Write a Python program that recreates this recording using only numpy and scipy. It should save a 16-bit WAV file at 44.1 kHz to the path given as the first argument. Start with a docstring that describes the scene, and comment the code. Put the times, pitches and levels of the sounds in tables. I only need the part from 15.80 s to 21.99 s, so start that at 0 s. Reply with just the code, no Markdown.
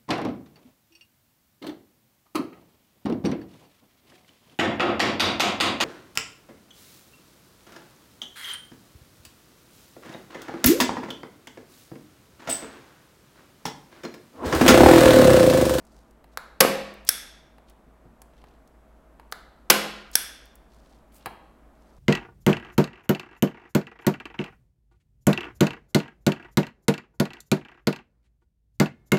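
"""Hands rustle over a steady low machine hum and room air: a staple gun fixes damp paper to a wooden frame on a table.
Twice the lever catches, the spring fires a staple, and the lever unlatches, slides and snaps back with a ring.
Loose steel ticks now and then between and after the shots; at the end the gun is laid down, rocks and settles.
Blows are filtered noise bursts, ringing is damped sines, rubbing is grainy noise; a small live room echoes all
but the hum and air."""
import sys
import numpy as np
from scipy import signal
from scipy.fft import rfft, irfft
from scipy.io import wavfile
from scipy.ndimage import uniform_filter1d

SR = 44100
rng = np.random.default_rng(int(sys.argv[2]) if len(sys.argv) > 2 else 0)


def to_wav(sig):
    """Store sig (one row per channel, or 1-D mono) as 16-bit WAV at the path in sys.argv[1].

    Samples outside -1..1 are clipped; the rate is SR.
    """
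    pcm = np.clip(np.atleast_2d(sig), -1, 1) * 32767
    pcm = np.round(pcm).astype(np.int16)
    wavfile.write(sys.argv[1], SR, pcm.T)  # frames by channels


N = 272840
T = np.arange(SR) / SR  # one second of time, in seconds
HZ = np.fft.rfftfreq(SR, 1 / SR)


def amp(db):
    """Decibels to gain."""
    return 10 ** (np.asarray(db) / 20)


def unit(x):
    """Scales to rms 1."""
    return x / np.sqrt(np.mean(x ** 2) + 1e-20)


def read(points, hz):
    """Reads a curve of (Hz, value) points along a log-frequency axis."""
    f, value = np.transpose(points)
    return np.interp(np.log(hz + 1), np.log(f + 1), value)


def add(mix, s, sound):
    """Mixes a sound in at time s, cut at the end of the mix."""
    part = mix[max(round(s * SR), 0):][:len(sound)]
    part += sound[:len(part)]


def dying(t60):
    """Exponential decay over one second, falling 60 dB in t60 seconds."""
    return np.exp(-np.log(1000) * T / max(t60, 1e-4))


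def coloured(x, db):
    """Minimum-phase filter of unit energy shaped by the gain curve db over HZ, so attacks stay sharp."""
    log_gain = np.log(amp(np.maximum(db - db.max(), -80)))
    # folding the cepstrum forward in time makes the filter causal
    cepstrum = irfft(log_gain)
    cepstrum[1:SR // 2] *= 2
    cepstrum[SR // 2 + 1:] = 0
    taps = irfft(np.exp(rfft(cepstrum)))[:SR // 10]
    return signal.fftconvolve(x, taps / np.linalg.norm(taps))[:len(x)]


def hump(hz, slope_db):
    """A broad, round-topped resonance that falls towards slope_db per octave on each side."""
    return -slope_db * np.hypot(np.log2((HZ + 1) / hz), .5)


def clash(t60, rise, hold=0):
    """Parts chatter against each other: a dense burst that swells, holds and dies (all in seconds)."""
    swell = np.minimum(T / max(rise, 1e-5), 1)
    decay = np.exp(-np.log(1000) * np.maximum(T - hold, 0) / t60)
    shape = swell * decay
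    burst = rfft(shape * rng.standard_normal(SR))
    flat = irfft(burst / (abs(burst) + 1e-12))  # hard contacts excite all frequencies alike
    even = flat * np.sqrt(shape)
    return even * np.linalg.norm(shape) / np.linalg.norm(even)


def ring(modes):
    """Damped modes (Hz, dB, t60 s), all struck at once with random phases."""
    out = np.zeros(SR)
    for (hz, db, t60), phase in zip(modes, rng.random(len(modes))):
        out += amp(db) * dying(t60) * np.sin(2 * np.pi * (hz * T + phase))
    return out


def contact(colour, db, t60, tilt_db):
    """One short blow on a damped body; a positive tilt (dB per octave) brightens it."""
    tilt = tilt_db * np.log2(HZ + 50)
    return amp(db) * coloured(clash(t60, rise=0.00023, hold=0.00046), read(colour, HZ) + tilt)


def tick(db, hz):
    """A small steel part clicks against its neighbour."""
    return amp(db) * coloured(clash(t60=0.02, rise=0.0011), hump(hz, slope_db=11.5))


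def rub(length, db, hz):
    """One grainy stroke of two surfaces that stick and slip: noise with a fast, uneven loudness."""
    grip = unit(uniform_filter1d(rng.standard_normal(SR), size=260))
    grains = unit(rng.standard_normal(SR) * amp(4 * grip))
    stroke = np.sqrt(abs(np.sin(np.pi * np.minimum(T / length, 1))))
    return amp(db) * stroke * coloured(grains, hump(hz, slope_db=11.5))


# Hiss and rumble of the room air. Each row: frequency in Hz, relative density in dB per Hz.
AIR_SPECTRUM = [(10, -11), (20, -14), (42, -5), (56, -7.5), (68, -19.5), (105, -22.5), (130, -15),
                (350, -15), (410, -19), (640, -17.5), (1290, -24.5), (2840, -39), (4900, -46),
                (11900, -47.5), (16000, -52.5)]
# Machine hum and whine. Each row: frequency in Hz, rms level in dB.
HUM_TONES = [(56.8, -59.5), (51, -65.5), (223, -71), (271, -74.5), (638, -73), (7970, -95), (11520, -93),
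             (12516, -95.5)]
AIR_DB = -59.5  # rms of the air above 100 Hz


def background(waver=.5):
    """Room air as shaped noise, with a machine hum and faint whine whose phases wander slightly."""
    f, t = np.fft.rfftfreq(N, 1 / SR), np.arange(N) / SR
    air = rfft(rng.standard_normal(N)) * amp(read(AIR_SPECTRUM, f))
    above_hum = np.std(irfft(air * (f > 100), N))
    out = amp(AIR_DB) * irfft(air, N) / above_hum
    for hz, db in HUM_TONES:
        drift = waver * np.cumsum(rng.standard_normal(N)) * np.sqrt(hz / 50 / SR)
        out += amp(db) * np.sqrt(2) * np.sin(2 * np.pi * hz * t + drift)
    return out


RATTLE_PER_S, RATTLE_OVER_RUSTLE_DB = 16, 12.5
RATTLE_SPREAD_DB, RATTLE_SPREAD_OCTAVES = 3, .7  # either way


def rattle(length, db, hz):
    """Faint ticks of uneven spacing, strength and pitch while the gun shifts in the hand."""
    out = np.zeros(SR)
    for k, (when, size, pitch) in enumerate(rng.uniform(-1, 1, (10, 3))):
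        s = (k + (when + 1) / 2) / RATTLE_PER_S
        if s < length:
            add(out, s, tick(db + RATTLE_SPREAD_DB * size, hz * 2 ** (RATTLE_SPREAD_OCTAVES * pitch)))
    return out


# The hands shift their grip. Each row: start in seconds, length in seconds, rustle level in dB, centre in Hz.
GRIP_CHANGES = [(0.0, 0.31, -70.5, 5000), (2.5, 0.28, -72, 2780), (4.87, 0.35, -71.5, 4200),
                (5.932, 0.3, -75.5, 4350)]


def grip_changes(blows):
    """Shifting hands rustle as one rub and rattle the gun faintly."""
    for s, length, db, hz in GRIP_CHANGES:
        add(blows, s, rub(length, db, hz))
        add(blows, s, rattle(length, db + RATTLE_OVER_RUSTLE_DB, hz))


# The gun bumps on the frame as it is placed. Each row: start in seconds, level in dB, tilt in dB per octave.
FRAME_KNOCKS = [(0.442, -48, 0.5), (1.782, -47.5, -1), (2.4179, -47.5, 1), (2.640, -43.5, -2),
                (3.3972, -42, -1)]
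# Tone of the gun bumping on wood. Each row: frequency in Hz, relative density in dB per Hz.
KNOCK_SPECTRUM = [(59, -35.5), (100, -16.5), (547, -12), (910, -2), (1330, -12.5), (1450, -16.5),
                  (1680, -10), (1870, -15), (2800, -18), (3620, -29), (3940, -20.5), (5300, -29.5),
                  (5650, -39.5), (10900, -27.5), (16000, -33)]
KNOCK_T60_S = .028


def frame_knocks(blows):
    """The gun touches the damped frame in short, dull contacts."""
    for s, db, tilt_db in FRAME_KNOCKS:
        add(blows, s, contact(KNOCK_SPECTRUM, db, KNOCK_T60_S, tilt_db))


# Brief grainy rubs: the lever creaks as it is squeezed, the gun brushes paper and table.
# Each row: start in seconds, length in seconds, level in dB, centre in Hz.
BRIEF_RUBS = [(0.518, 0.031, -66.5, 4000), (1.869, 0.058, -67.5, 3100), (3.9, 0.077, -74, 2170),
              (5.317, 0.0894, -62, 10100), (5.307, 0.24, -65, 2800)]


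def brief_rubs(blows):
    """Surfaces stick and slip in brief grainy strokes, as a lever creak or a brush on paper and table."""
    for s, *stroke in BRIEF_RUBS:
        add(blows, s, rub(*stroke))


# The lever catches as it is squeezed. Each row: start in seconds, level in dB, t60 in seconds, tilt in dB per octave.
LEVER_CATCHES = [(0.5733, -20.5, .014, 1), (3.5233, -22.5, 0.019, 1)]
# Tone of the catch. Each row: frequency in Hz, relative density in dB per Hz.
CATCH_SPECTRUM = [(88, -44), (150, -20), (240, -22.5), (504, -5.5), (960, -4), (1310, 0.5), (2020, -7),
                  (2650, -21), (2870, -18), (4240, -11.5), (9440, -27), (10800, -19), (16000, -27.5)]


def lever_catches(blows):
    """The squeezed lever catches with one short, damped clack."""
    for s, *blow in LEVER_CATCHES:
        add(blows, s, contact(CATCH_SPECTRUM, *blow))


# The spring fires. Each row: start in seconds, crack level in dB, frame level in dB, casing level in dB,
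# place on the frame.
STAPLE_SHOTS = [(0.8040, 0, -14, -36, "right"), (3.8995, 0.5, -17, -28.5, "left")]
# Tone of the driver's crack. Each row: frequency in Hz, relative density in dB per Hz.
CRACK_SPECTRUM = [(60, -34.5), (130, -21.5), (400, -6.5), (1000, -3), (1550, -4.5), (2170, -4.5),
                  (2800, -6.5), (4000, -10), (4500, -5.5), (5300, -2.5), (7450, -11), (10500, -8.5),
                  (11500, -4), (16000, -15.5)]
# Dense ring of frame, paper and table, by place. Each row: frequency in Hz, relative density in dB per Hz.
FRAME_SPECTRA = {"right": [(60, -50), (115, -29), (190, -11.5), (240, -15), (376, -10.5), (440, -13.5),
                 (535, -5), (680, -18), (1100, -12.5), (1570, -13), (1900, -20), (6580, -33.5),
                 (11100, -28), (16000, -40)], "left": [(60, -45), (100, -29), (150, -11), (330, -7.5),
                 (440, -12.5), (532, -7), (650, -12), (1070, -5.5), (1270, -15.5), (1550, -3), (1750, -12),
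                 (2430, -13.5), (3010, -5), (4000, -17), (6030, -22.5), (11100, -23.5), (16000, -27)]}
# Modes of the frame and its stretched sheet, by place. Each row: frequency in Hz, relative level in dB, t60 in seconds.
FRAME_RING_MODES = {"right": [(161.7, -6.5, .55), (204.7, -2.5, 0.7), (271.3, -6, .45), (321, -5.5, .4),
                    (384.4, -2.5, .48), (484, 0, .45), (539, 6, 0.64), (793, -3.5, .22), (1093, 2, 0.38),
                    (1250, 3, .24), (1560, 1, 0.34)], "left": [(165.6, -11, 0.79), (208.6, -4, 0.69),
                    (322, -2, .45), (365.5, 0, .42), (533, 1.5, .48), (813, 3.5, .2), (1030, 4, .25),
                    (1540, 1.5, .35)]}
# Modes of the gun's steel casing. Each row: frequency in Hz, relative level in dB, t60 in seconds.
CASING_MODES = [(2280, -2, .25), (2765, -0.5, .3), (2870, -3.5, 0.5), (2980, 0.5, 0.49), (3380, -7, 0.5),
                (5140, -6, .3), (7240, -2.5, 0.17), (11657, 0.5, .15)]


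def shot(crack_db, frame_db, casing_db, place, modes_db=-9.5, swell=0.0028):
    """The driver slams the staple home; the heavier frame takes a moment to swing, then rings on."""
    crack = amp(crack_db) * coloured(clash(t60=0.032, rise=.003, hold=0.0033), read(CRACK_SPECTRUM, HZ))
    frame = amp(frame_db) * coloured(clash(t60=0.19, rise=0.0072), read(FRAME_SPECTRA[place], HZ))
    frame_ring = amp(frame_db + modes_db) * ring(FRAME_RING_MODES[place])
    casing_ring = amp(casing_db) * ring(CASING_MODES)
    return crack + frame, (frame_ring + casing_ring) * (1 - np.exp(-T / swell))


def staple_shots(blows, rings):
    """Places each shot, with its blow and its ringing kept apart for the room mix."""
    for s, *levels in STAPLE_SHOTS:
        blow, ringing = shot(*levels)
        add(blows, s, blow)
        add(rings, s, ringing)


# The frame hops and drops back on the table. The single row: start in seconds, level in dB, centre in Hz.
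FRAME_REBOUND = (0.8497, -4, 480)


def frame_rebound(blows):
    """The frame drops back on the table: one smooth push through a broad resonance."""
    s, db, hz = FRAME_REBOUND
    push = np.pad(signal.windows.hann(12), (0, SR // 10))
    add(blows, s, amp(db) * coloured(push, hump(hz, slope_db=8)))


# The clearest clicks of loose steel in the gun. Each row: start in seconds, level in dB, centre in Hz.
LOOSE_TICKS = [(1.139, -48.5, 11160), (1.8973, -50, 9100), (2.4175, -41.5, 8150), (2.875, -55.5, 6000),
               (3.515, -46, 11000), (4.655, -50, 12040), (4.7543, -45, 11500)]


def loose_ticks(blows):
    """Loose steel parts click inside the gun."""
    for s, db, hz in LOOSE_TICKS:
        add(blows, s, tick(db, hz))


def cluster(hz, width, t60, count=36):
    """Closely spaced steel partials that beat as they die, weaker away from the centre."""
    spread = 5 * ((np.arange(count) + rng.random(count)) / count - .5)  # in widths
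    partials = [(hz + width * u, -10 * np.log10(1 + (2 * u) ** 2), t60) for u in spread]
    return ring(partials) / np.sqrt(count / 6)


# The lever snaps back. Each row: start in seconds, snap level in dB, clash t60 in seconds, ring level in dB.
LEVER_RETURNS = [(1.2895, -3, 0.017, -39.5), (4.3542, -0.5, 0.01, -41.5)]
# Tone of the snap. Each row: frequency in Hz, relative density in dB per Hz.
SNAP_SPECTRUM = [(150, -23.5), (1050, -18.5), (1570, -3.5), (2000, -13.5), (3000, -13), (3450, -7),
                 (4000, -14.5), (4900, -6.5), (5480, 4), (6100, -5.5), (7200, -15), (8600, -5.5),
                 (9700, -7.5), (11400, 2.5), (13000, -12), (15400, -12)]
# Steel modes in lever and spring. Each row: centre in Hz, width in Hz, relative level in dB, t60 in seconds.
LEVER_CLUSTERS = [(1594, 115, -13, .75), (2150, 300, -9.5, .9), (3440, 150, -2.5, .7), (4160, 400, -15, .7),
                  (5650, 260, -10.5, .72), (6340, 700, -5, .6), (8527, 560, -7, .45),
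                  (11300, 920, -3.5, 0.37)]
UNLATCH_LEAD_S, UNLATCH_DB, UNLATCH_HZ = .0405, -43.5, 11800
SLIDE_S, SLIDE_DB, SLIDE_HZ = .024, -45, 4900


def lever_snap(db, t60, ring_db):
    """Steel meets steel, and the lever and spring sing briefly."""
    snap = amp(db) * coloured(clash(t60, rise=.0005, hold=0.00084), read(SNAP_SPECTRUM, HZ))
    steel = sum(amp(level) * cluster(hz, width, decay) for hz, width, level, decay in LEVER_CLUSTERS)
    return snap + amp(ring_db) * steel


def lever_returns(blows):
    """The lever unlatches with a tick, then slides until it hits its stop."""
    for s, *snap in LEVER_RETURNS:
        add(blows, s - UNLATCH_LEAD_S, tick(UNLATCH_DB, UNLATCH_HZ))
        add(blows, s - SLIDE_S, rub(SLIDE_S, SLIDE_DB, SLIDE_HZ))
        add(blows, s, lever_snap(*snap))


# The hands bump the frame softly. Each row: start in seconds, level in dB.
HAND_BUMPS = [(2.06, -52.5), (2.25, -48), (4.96, -55.5)]


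def hand_bumps(blows):
    """Soft hands meet the frame slowly, so the thud has little treble."""
    for s, db in HAND_BUMPS:
        add(blows, s, amp(db) * coloured(clash(t60=0.14, rise=.008), hump(152, slope_db=11)))


# The gun lands on one edge, falls flat and settles. Each row: start in seconds, level in dB, t60 in seconds,
# tilt in dB per octave.
GUN_SETTLING = [(5.4591, -27.5, 0.035, 2), (5.4640, -33, 0.09, -3), (5.4729, -34, 0.013, -2.5)]
# Modes of the table. Each row: frequency in Hz, relative level in dB, t60 in seconds.
TABLE_MODES = [(725, 2, .2), (885, 3, 0.42), (968, -6, .35), (1150, -4, .3), (1355, 2.5, 0.26),
               (1680, -1, 0.19), (2300, -10, .4), (2820, -13, .5), (3210, -14, 0.67), (4000, -4, 0.14)]
TABLE_DB = -46


def gun_settling(blows, rings):
    """The gun rocks to rest in quick contacts; the first one rings the table."""
    for s, *blow in GUN_SETTLING:
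        add(blows, s, contact(KNOCK_SPECTRUM, *blow))
    first_contact_s = GUN_SETTLING[0][0]
    add(rings, first_contact_s, amp(TABLE_DB) * ring(TABLE_MODES))


# How long the room's tail lasts. Each row: frequency in Hz, t60 in seconds.
ROOM_DECAY = [(150, .6), (500, .65), (1500, .75), (3500, .72), (6000, .55), (9000, .44), (12000, .37),
              (16000, .3)]
# How strong the room's tail is. Each row: frequency in Hz, level in dB.
ROOM_LEVEL = [(150, -2.5), (500, -3.5), (1500, -6.5), (4000, -7.5), (5500, -15), (7500, -11), (11000, -13),
              (13500, -15.5), (16000, -12.5)]


def room(x, first=.004, early_db=-12, early_t60=0.017):
    """A few near reflections, then a diffuse tail whose treble dies first."""
    hz, t, z = signal.stft(rng.standard_normal(SR), SR, nperseg=256)
    t60 = read(ROOM_DECAY, hz)[:, None]
    level = amp(read(ROOM_LEVEL, hz))[:, None]
    decay = np.exp(-np.log(1000) * t / t60)
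    even_energy = np.sqrt(2 * np.log(1000) / (t60 * SR))  # long and short decays carry equal energy
    tail = signal.istft(z * level * decay * even_energy, SR, nperseg=256)[1][:SR] * (T > first)
    sparse = rng.standard_normal(SR) * (rng.random(SR) < 1500 / SR)  # about 1500 reflections per second
    early = sparse * dying(early_t60) * (T > first / 2)
    return signal.fftconvolve(x, tail + amp(early_db) * early / np.linalg.norm(early))[:N]


def scene():
    """Catch, shot and return, twice; then the gun is put down."""
    blows, rings = np.zeros(N), np.zeros(N)
    air = background()
    grip_changes(blows)
    frame_knocks(blows)
    brief_rubs(blows)
    lever_catches(blows)
    staple_shots(blows, rings)
    frame_rebound(blows)
    loose_ticks(blows)
    lever_returns(blows)
    hand_bumps(blows)
    gun_settling(blows, rings)
    direct = blows + amp(-1) * rings
    echoes = room(blows + amp(-11.5) * rings)
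    return (direct + echoes + air)[None]


EDGE_HZ = 16050  # upper band limit


def record(dry):
    """The loudest peaks saturate softly; then the band limit."""
    ceiling = .92
    pressed = ceiling * np.tanh(dry / ceiling)
    lowpass = signal.firwin(255, EDGE_HZ, window=("kaiser", 8), fs=SR)
    return signal.oaconvolve(pressed, lowpass[None], "same")


dry = scene()
out = record(dry)
to_wav(out)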